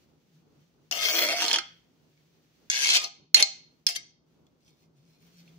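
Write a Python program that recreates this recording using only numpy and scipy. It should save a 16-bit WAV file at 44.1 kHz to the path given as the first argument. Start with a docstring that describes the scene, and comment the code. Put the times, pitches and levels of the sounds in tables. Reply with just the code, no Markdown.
"""A knife blade is dragged over a pebbled glass cutting board, held close to a phone in a quiet kitchen.
Noise bursts at every bump, and short knocks of the edge, drive the glass: a sum of decaying modes and dense noise.
Two faint rubs of the hand follow, made the same way; a mono send into decaying noise gives the brief room answer.
Underneath lie a wavering sine hum, low room rumble and a faint noise hiss that swells as the board is handled.
The phone's two microphone ports hear the board with small lags and level differences."""
import sys
import numpy as np
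from scipy import signal
from scipy.fft import rfft, irfft, next_fast_len
from scipy.io import wavfile
from scipy.ndimage import uniform_filter1d, map_coordinates

SR = 44100
rng = np.random.default_rng(int(sys.argv[2]) if len(sys.argv) > 2 else 0)


def write(x):
    x = np.atleast_2d(x).T
    wavfile.write(sys.argv[1], SR, np.round(np.clip(x, -1, 1) * 32767).astype(np.int16))

N = 246078

# Quiet kitchen, breakpoints. Columns: time_s, hiss_db (before a fixed lift), hum_db (before the port gains)
BACKGROUND_LEVELS = [(0.0, -75.5, -80), (0.17, -82.5, -89), (0.37, -77.5, -61.5), (0.46, -83.5, -85),
                     (0.629, -77, -58.5), (0.759, -82.5, -88), (0.888, -79.5, -65.5), (1.95, -79, -73),
                     (2.5, -77, -82), (2.68, -74.5, -85.5), (3.3, -96, -71.5), (3.8, -81, -76.5),
                     (4.2, -96.5, -76), (4.3, -82, -76), (4.56, -85.5, -77), (4.699, -82.5, -68),
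                     (4.801, -80, -65), (4.89, -88, -64.5), (5.12, -79, -61.5), (5.19, -84, -77),
                     (5.248, -74, -60), (5.58, -73.5, -57.5)]
# Spectrum of the low room rumble, before scaling to rms 1. Columns: frequency_hz, density_db
RUMBLE_SPECTRUM = [(15, -61.5), (25, -41), (60, -13), (97, -14), (156, -3), (189, -14.5), (220, -7),
                   (327, -10.5), (356, -10), (408, -12), (519, -16.5), (575, -18.5), (1500, -29),
                   (1950, -64.5), (3300, -120)]
# Spectrum of the hiss, before scaling to rms 1. Columns: frequency_hz, density_db
HISS_SPECTRUM = [(710, -30), (1200, -6.5), (1660, -3), (3380, -2), (3930, -4), (4240, -2), (5450, -5.5),
                 (5880, -2.5), (8520, -16.5), (13000, -16), (15000, -9.5), (15700, -8.5), (16200, -28)]
# Left-right likeness of rumble and hiss. Columns: frequency_hz, likeness (1 = same at both ports)
PORT_LIKENESS = [(60, .8), (500, 0.43), (1500, 0), (4000, 0.048)]
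# Decay of the room answer. Columns: frequency_hz, t60_s
ROOM_DECAY = [(200, 0.17), (2000, 0.43), (6000, 0.39), (12000, 0.091)]
# Treble fall of the phone microphone. Columns: frequency_hz, gain_db
MICROPHONE_FALL = [(15600, -0.5), (16100, -26), (16800, -30)]
# Path of the blade past the phone. Columns: time_s, right_port_lag_ms, left_minus_right_db
BLADE_PLACE = [(.9, .3, 7.5), (1.1, .12, 3), (1.6, 0.061, -3), (2.7, -.25, 3), (3.3, -.3, 0.5),
               (3.45, -.3, 0), (3.85, .42, 2), (4.5, 0.36, -0.5), (5.5, .42, -0.5)]
# Separate modes of the glass. Columns: frequency_hz, level_db, t60_s (before limiting by the hand)
GLASS_MODES = [(336, -9, 0.14), (434.6, -7, 0.11), (614, -10, 0.23), (696.4, -6.5, 0.54), (795, -13, 0.42),
               (945.3, -10.5, 0.13), (1250, -1, 0.45), (1609, -14.5, 0.1), (2110, -6.5, 0.54),
               (2217, -6.5, 0.12), (2447, -12.5, 0.17), (3070, -11, 0.08), (2745, -5, 0.05),
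               (3163, -4, 0.05), (3390, -1, 0.045), (3690, 2.5, 0.3), (4210, 4.5, 0.067),
               (4278, -4.5, 0.36), (4650, -0.5, 0.36), (5046, 1, 0.3), (5300, -2, 0.034), (5764, -1.5, 0.3),
               (5940, 3, 0.036), (6370, -5, 0.15), (6830, -6, .1), (7280, -21, .1), (7590, -12.5, 0.18),
               (9480, -22.5, 0.071), (10350, -31, 0.053), (11220, -27.5, 0.043), (14900, -15, 0.032),
               (15190, -20.5, .05)]
# Longest ring that the holding hand allows. Columns: frequency_hz, t60_s
HAND_DAMPING = [(400, .11), (700, .26), (1300, .24), (1600, .12), (2200, 0.16), (4300, 0.071), (6000, .09),
                (9500, .04)]
# Crowded, quickly damped modes of the glass. Columns: frequency_hz, density_db
CROWDED_MODES = [(150, -52.5), (250, -25.5), (420, -10), (695, -8.5), (1070, -13.5), (1230, -13.5),
                 (1740, -9), (3250, -4.5), (3930, -16), (4280, -4), (5950, -5), (8420, -16), (12800, -25),
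                 (14900, -11), (15700, -26.5)]
# Edges in hz between the registers: body, low ring, bright ring, treble, hiss
REGISTER_EDGES_HZ = [0, 1500, 3500, 8000, 13000, 20000]
# Part of the board under each stroke, one row a stroke. Columns: low_ring_db, treble_db (both re bright ring),
# knock_body_db (re body of the rubbing), low_pitch_hz at start, middle, end, high_pitch_hz at start, middle, end
BOARD_SPOTS = [(0.5, -14.5, -10, 720, 570, 940, 2750, 2260, 3300),
               (-1.5, -16.5, -19, 1700, 1200, 1100, 2600, 2500, 2500),
               (2, -13, -14, 820, 770, 300, 1700, 2900, 2550),
               (-4.5, -9.5, -20, 740, 820, 2100, 3000, 3160, 2760),
               (-5, -13, -10, 450, 450, 435, 2480, 2340, 2500),
               (-3.5, -12.5, -13, 445, 550, 310, 2450, 2460, 2340)]
# Knocks and catches of the edge. Columns: start_s, level_db, low_ring_db (re bright ring),
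# low_pitch_hz, high_pitch_hz (the two favoured pitches)
EDGE_KNOCKS = [(0.9113, -16.5, -3.5, 720, 2650), (1.4656, -37, -12, 716, 3370),
               (1.481, -11.5, -9.5, 689, 4270), (1.5125, -16, 6.5, 802, 3360),
               (1.5297, -9.5, -22.5, 811, 3285), (1.5404, -16, 6, 797, 3140),
               (1.5486, -19.5, -6.5, 1270, 4280), (1.5588, -14.5, 1.5, 810, 3200),
               (1.5852, -14.5, -2, 1250, 3400), (2.1744, -69, 10, 483, 2300),
               (2.6996, -9, -7.5, 1430, 6230), (2.7557, -21.5, -2.5, 1360, 5840),
               (2.8074, -23.5, -10, 1380, 5800), (2.8449, -9, -11, 1240, 5940),
               (2.8694, -12.5, -10.5, 1270, 4590), (2.8894, -18.5, -21, 1277, 5690),
               (2.9032, -9.5, -22.5, 1320, 5840), (2.9357, -13, -17.5, 1244, 4140),
               (2.9544, -18, -19.5, 690, 4202), (2.9644, -9.5, -20, 1200, 4210),
               (3.0416, -17, -22.5, 1230, 6100), (3.3443, 4, -9, 448, 4310), (3.3584, -10, -17, 1250, 4340),
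               (3.3992, -20, -11.5, 1250, 4160), (3.4075, -19, -14, 459, 3690),
               (3.4246, -1, -13.5, 684, 4045), (3.866, -3.5, -11.5, 676, 5426),
               (3.9579, -29.5, -4, 1185, 4930), (4.4664, -59, -3, 401, 3565), (4.6784, -61, 6, 489, 2570),
               (5.4768, -60.5, 10.5, 479, 2700)]
# Strokes of the blade, then two faint rubs of the hand; one list of breakpoints each.
# Columns: time_s, force_db, body_db, edge_hiss_db (the last two re bright ring)
BLADE_STROKES = [
    [(0.918, -29, -1.5, -11), (0.935, -37.5, -5.5, -13), (1.03, -29.5, -10.5, -11.5),
     (1.17, -31.5, -3.5, 0), (1.27, -28.5, -4.5, -14.5), (1.38, -32.5, 1, -21), (1.43, -28, -7.5, -13.5),
     (1.508, -31, -10, -21.5), (1.574, -37.5, 0.5, -29.5)],
    [(2.708, -28.5, -24, -29.5), (2.8, -29, -18.5, -30.5), (2.914, -24.5, -19.5, -24),
     (2.964, -18.5, -19, -22.5), (2.994, -39, -15, -21.5), (3.042, -37.5, -3.5, -25),
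     (3.075, -45.5, -8, -19.5)],
    [(3.364, -21.5, -6.5, -24), (3.386, -35, -9.5, -14.5), (3.404, -28.5, -11, -19.5),
     (3.418, -50, -6, -24)],
    [(3.882, -24.5, -8, -18), (3.946, -55, -25.5, -14), (3.96, -17.5, -33, -18), (3.975, -64, -12, -25)],
    [(4.6, -81.5, -15.5, -9), (4.68, -66.5, -23, -13.5), (4.73, -76.5, -33, -7), (4.86, -75.5, -11, -10)],
    [(4.96, -76.5, -17, -12), (5.17, -73, -27, -12), (5.22, -70.5, -10.5, -6.5), (5.31, -78, -23, -10.5),
     (5.39, -62, -37, -12.5), (5.454, -79, -10, -12), (5.49, -70, -10.5, -4), (5.57, -80.5, -10, -13)],
]

HUM_HZ = 160  # centre of the wavering pitch
RUMBLE_DB, RUMBLE_FOLLOWS = -67, 0.14  # mean level; share of the hiss swells that the rumble takes on
HISS_LIFT_DB = 5.0
ROOM_SEND_DB = -14
TOP_HZ = 16800  # band limit of the phone
DETUNE = 0.0067  # the pressing blade shifts each mode by about this share of its pitch
BODY_QUICK_DB = -0.5  # few crowded modes in the lowest register
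KNOCK_TREBLE_DB, KNOCK_HISS_DB = -4.5, -8.5  # a knock is duller than the rubbing around it
KNOCK_RISE_S, RATTLE_T60_S = 0.00049, 0.016  # time constant of the rise; decay of the rattle
SCATTER_DB = 1  # typical stray of a knock to the left or right


def amp(db):
    """dB to gain."""
    return 10 ** (np.asarray(db) / 20)


def unit(x):
    """Scaled to rms 1."""
    return x / np.sqrt(np.mean(x ** 2) + 1e-20)


def along(points, hz):
    """Interpolate (frequency_hz, value) points on a log frequency axis."""
    f, v = np.transpose(points)
    return np.interp(np.log(hz + 1), np.log(f + 1), v)


def wobble(rate):
    """A smooth random curve with rate knots a second."""
    knots = rng.standard_normal(int(N * rate / SR) + 4)
    return map_coordinates(knots, [np.arange(N) * rate / SR])


def filtered(x, response):
    """x shaped by a gain that depends on frequency."""
    m = next_fast_len(x.shape[-1] + 8192)
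    spectrum = rfft(x, m) * response(np.fft.rfftfreq(m, 1 / SR))
    return irfft(spectrum, m)[..., :x.shape[-1]]


def highpassed(x, order, cutoff_hz):
    """x without the range below cutoff_hz."""
    return signal.sosfilt(signal.butter(order, cutoff_hz, "high", fs=SR, output="sos"), x)


def causal(gain):
    """Minimum-phase impulse response of a gain on the rfft grid."""
    cepstrum = irfft(np.log(gain + 1e-6))
    half = len(cepstrum) // 2
    cepstrum[1:half] *= 2
    cepstrum[half + 1:] = 0
    return irfft(np.exp(rfft(cepstrum)))


def add(out, at, sound):
    """Mix a stereo sound in from sample at."""
    out[:, at:at + sound.shape[1]] += sound


def rush(spectrum):
    """Stereo noise of rms 1 with a given spectrum, most alike at the two ports in the bass."""
    def mid_side(hz):
        angle = np.arccos(np.clip(along(PORT_LIKENESS, hz), -1, 1)) / 2
        return amp(along(spectrum, hz)) * [np.cos(angle), np.sin(angle)]

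    mid, side = filtered(rng.standard_normal((2, N)), mid_side)
    return unit(np.array([mid + side, mid - side]))


def hum(hum_db):
    """A sine of wavering pitch and level, in phase at the two ports, a little louder at the left."""
    pitch_hz = HUM_HZ + 11 * wobble(20)
    tone = np.sqrt(2) * np.sin(2 * np.pi * np.cumsum(pitch_hz) / SR)
    return amp(hum_db + 2.2 * wobble(22) + 3 * wobble(2.7)) * tone * amp(0) * np.array(amp([[.4], [-.4]]))


def rumble(hiss_db):
    """Low room noise of unsteady level, which follows the swells of the hiss a little."""
    swell_db = RUMBLE_FOLLOWS * (hiss_db - hiss_db.mean())
    level_db = RUMBLE_DB + swell_db + 2.4 * wobble(14) + 0.58 * wobble(13)
    return amp(level_db) * rush(RUMBLE_SPECTRUM)


def hiss(hiss_db):
    """Shaped noise that swells as the board is handled."""
    return amp(hiss_db + HISS_LIFT_DB + .8 * wobble(32)) * rush(HISS_SPECTRUM)


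def background():
    """The quiet kitchen: hum and hiss have level curves of their own, rumble leans on that of the hiss."""
    s, *levels_db = np.transpose(BACKGROUND_LEVELS)
    hiss_db, hum_db = [np.interp(np.arange(N) / SR, s, curve) for curve in levels_db]
    return hum(hum_db) + rumble(hiss_db) + hiss(hiss_db)


def kitchen(x):
    """The room's answer is noise in which each frequency dies at its own speed."""
    hz, t, z = signal.stft(rng.standard_normal((2, SR * 3 // 4)), SR, nperseg=256)
    decay = amp(-60 * t / along(ROOM_DECAY, hz)[:, None])
    tail = signal.istft(z * decay, SR, nperseg=256)[1]
    send = np.pad(x.mean(axis=0), (300, 0))[None]  # the answer comes 300 samples late
    return signal.fftconvolve(send, tail / np.linalg.norm(tail[0]), axes=1)[:, :N]


def ports(length):
    """Noise of rms 1 at the two ports: they agree on the long waves and drift apart in the short ones."""
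    shared, other = rng.standard_normal((2, length))
    apart = highpassed(other, 1, 1500)
    return unit(np.array([shared - .45 * apart, shared + .45 * apart]))


def favour_db(hz, low_hz, high_hz):
    """The spot under the blade favours the modes near two pitches."""
    low_peak = 13 / (1 + ((hz / low_hz - 1) / 0.15) ** 2)
    high_peak = 10 / (1 + ((hz / high_hz - 1) / .05) ** 2)
    return low_peak + high_peak


def ringing_modes(t, late, low_hz, high_hz):
    """Decaying sines of the glass, driven unevenly, each shaped (port, mode, time)."""
    hz, db, t60 = np.transpose(GLASS_MODES)[:, :, None]
    t60 = np.clip(t60, .02, along(HAND_DAMPING, hz))
    drive_db = favour_db(hz, low_hz, high_hz) + rng.normal(0, 4.5, db.shape)
    # each mode reaches the two ports from its own part of the plate
    lag = np.maximum([[[-late]], [[late]]], 0) + rng.uniform(0, 0.00026, (2, len(hz), 1))
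    turns = 2 * np.pi * hz * (1 + DETUNE * rng.standard_normal(hz.shape)) * (t - lag)
    # a long ring starts lower, so that t60 leaves the energy of a mode alone
    envelope = amp(np.float32(db + drive_db - 10 * np.log10(t60) - 60 * t / t60))
    return hz[:, 0], envelope * np.sin(np.float32(turns)) * (turns > 0)


def board(s, body_db, low_db, treble_db, hiss_db, stray_db, low_hz, high_hz, ring_share):
    """Stereo answer of the glass to a unit blow: ringing and crowded modes, levelled register by register."""
    t = np.arange(SR // 5) / SR
    f = np.fft.rfftfreq(len(t), 1 / SR)
    at, lag_ms, place_db = np.transpose(BLADE_PLACE)
    late = np.interp(s, at, lag_ms) / 1000
    pan_db = stray_db + np.interp(s, at, place_db)
    mode_hz, modes = ringing_modes(t, late, low_hz, high_hz)
    crowd = amp(along(CROWDED_MODES, f) + favour_db(f, low_hz, high_hz))
    ring, quick_gain = np.zeros((2, len(t))), np.zeros(len(f))
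    levels_db = [body_db, low_db, 0, treble_db, hiss_db]  # the bright ring is the reference
    for lo, hi, level_db in zip(REGISTER_EDGES_HZ, REGISTER_EDGES_HZ[1:], levels_db):
        part = modes[:, (mode_hz >= lo) & (mode_hz < hi)].sum(axis=1)
        ring += amp(level_db) * unit(highpassed(part, 2, .7 * lo + 100))
        quick_db = level_db + BODY_QUICK_DB * (lo == 0)
        quick_gain += amp(quick_db) * unit(crowd * (f >= lo) * (f < hi))
    thud = causal(uniform_filter1d(quick_gain, size=40))  # the registers blend into each other
    quick = np.array([np.roll(thud, round(max(side * late, 0) * SR)) for side in (-1, 1)])
    share = np.clip(ring_share, 0, 1)
    answer = np.sqrt(share / len(t)) * ring + np.sqrt(1 - share) * quick
    # the blade on glass is kept thin below about 240 Hz
    return highpassed(answer, 4, 240) * amp([[pan_db / 2], [-pan_db / 2]])


def colour(stroke, s):
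    """Body, low ring, treble and hiss levels of a stroke at one moment."""
    at, _, body_db, hiss_db = np.transpose(BLADE_STROKES[stroke])
    low_db, treble_db = BOARD_SPOTS[stroke][:2]
    return np.interp(s, at, body_db), low_db, treble_db, np.interp(s, at, hiss_db)


def knocks():
    """Each knock is a fast-rising noise rattle into the glass, coloured like the stroke of nearest middle."""
    out, t = np.zeros((2, N + SR)), np.arange(SR // 25) / SR
    middles = np.array([(rows[0][0] + rows[-1][0]) / 2 for rows in BLADE_STROKES])
    envelope = amp(-60 * t / RATTLE_T60_S) * (1 - np.exp(-t / KNOCK_RISE_S))
    for s, db, low_db, low_hz, high_hz in EDGE_KNOCKS:
        stroke = np.argmin(np.abs(middles - s))
        body_db, _, treble_db, hiss_db = colour(stroke, s)
        spot = board(s, body_db + BOARD_SPOTS[stroke][2], low_db, treble_db + KNOCK_TREBLE_DB,
                     hiss_db + KNOCK_HISS_DB, SCATTER_DB * rng.standard_normal(), low_hz, high_hz,
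                     ring_share=0.42)
        blow = ports(len(t)) * envelope
        add(out, round(s * SR), amp(db) * signal.fftconvolve(blow, spot, axes=1))
    return out[:, :N]


def chatter(bumps_per_s, burst_s, steady):
    """Force on the edge: a burst of grit at every bump of the surface, over steady rubbing; rms 1."""
    steps = np.cumsum(bumps_per_s / SR * amp(3 * wobble(40)))  # bumps passed so far, at uneven speed
    bumps = np.diff(steps.astype(int), prepend=0) * amp(3 * rng.standard_normal(N))
    bursts = signal.lfilter([1], [1, -np.exp(-1 / (burst_s * SR))], bumps)
    return unit((steady + unit(bursts)) * ports(N))


def scrape():
    """The blade travels, so the force passes by crossfades from one spot of the board to the next."""
    out, hop = np.zeros((2, N + SR)), SR // 14
    force = chatter(bumps_per_s=135, burst_s=.0016, steady=.45)
    for stroke, rows in enumerate(BLADE_STROKES):
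        s, db = np.transpose(rows)[:2]
        n = np.arange(round(s[0] * SR), round(s[-1] * SR))
        push = force[:, n] * amp(np.interp(n / SR, s, db))
        start_middle_end = n[[0, len(n) // 2, -1]]
        low_path_hz, high_path_hz = BOARD_SPOTS[stroke][3:6], BOARD_SPOTS[stroke][6:]
        for centre in range(n[0], n[-1] + hop, hop):
            fade = np.cos(np.pi / 2 * np.clip((n - centre) / hop, -1, 1))
            near = fade > 1e-6
            low_hz = np.interp(centre, start_middle_end, low_path_hz)
            high_hz = np.interp(centre, start_middle_end, high_path_hz)
            spot = board(centre / SR, *colour(stroke, centre / SR), 0, low_hz, high_hz, ring_share=0.75)
            add(out, n[near][0], signal.fftconvolve((push * fade)[:, near], spot, axes=1))
    return out[:, :N]


def scene():
    """Background, the room's answer, and the blade on glass up close."""
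    knife = scrape() + knocks()
    room = amp(ROOM_SEND_DB) * kitchen(knife)
    return background() + room + knife


def record(dry):
    """The phone clips softly at full scale and keeps nothing above its band limit."""
    clipped = dry / (1 + np.abs(dry) ** 6) ** (1 / 6)
    return filtered(clipped, lambda hz: amp(along(MICROPHONE_FALL, hz)) * (hz < TOP_HZ))


dry = scene()
out = record(dry)
write(out)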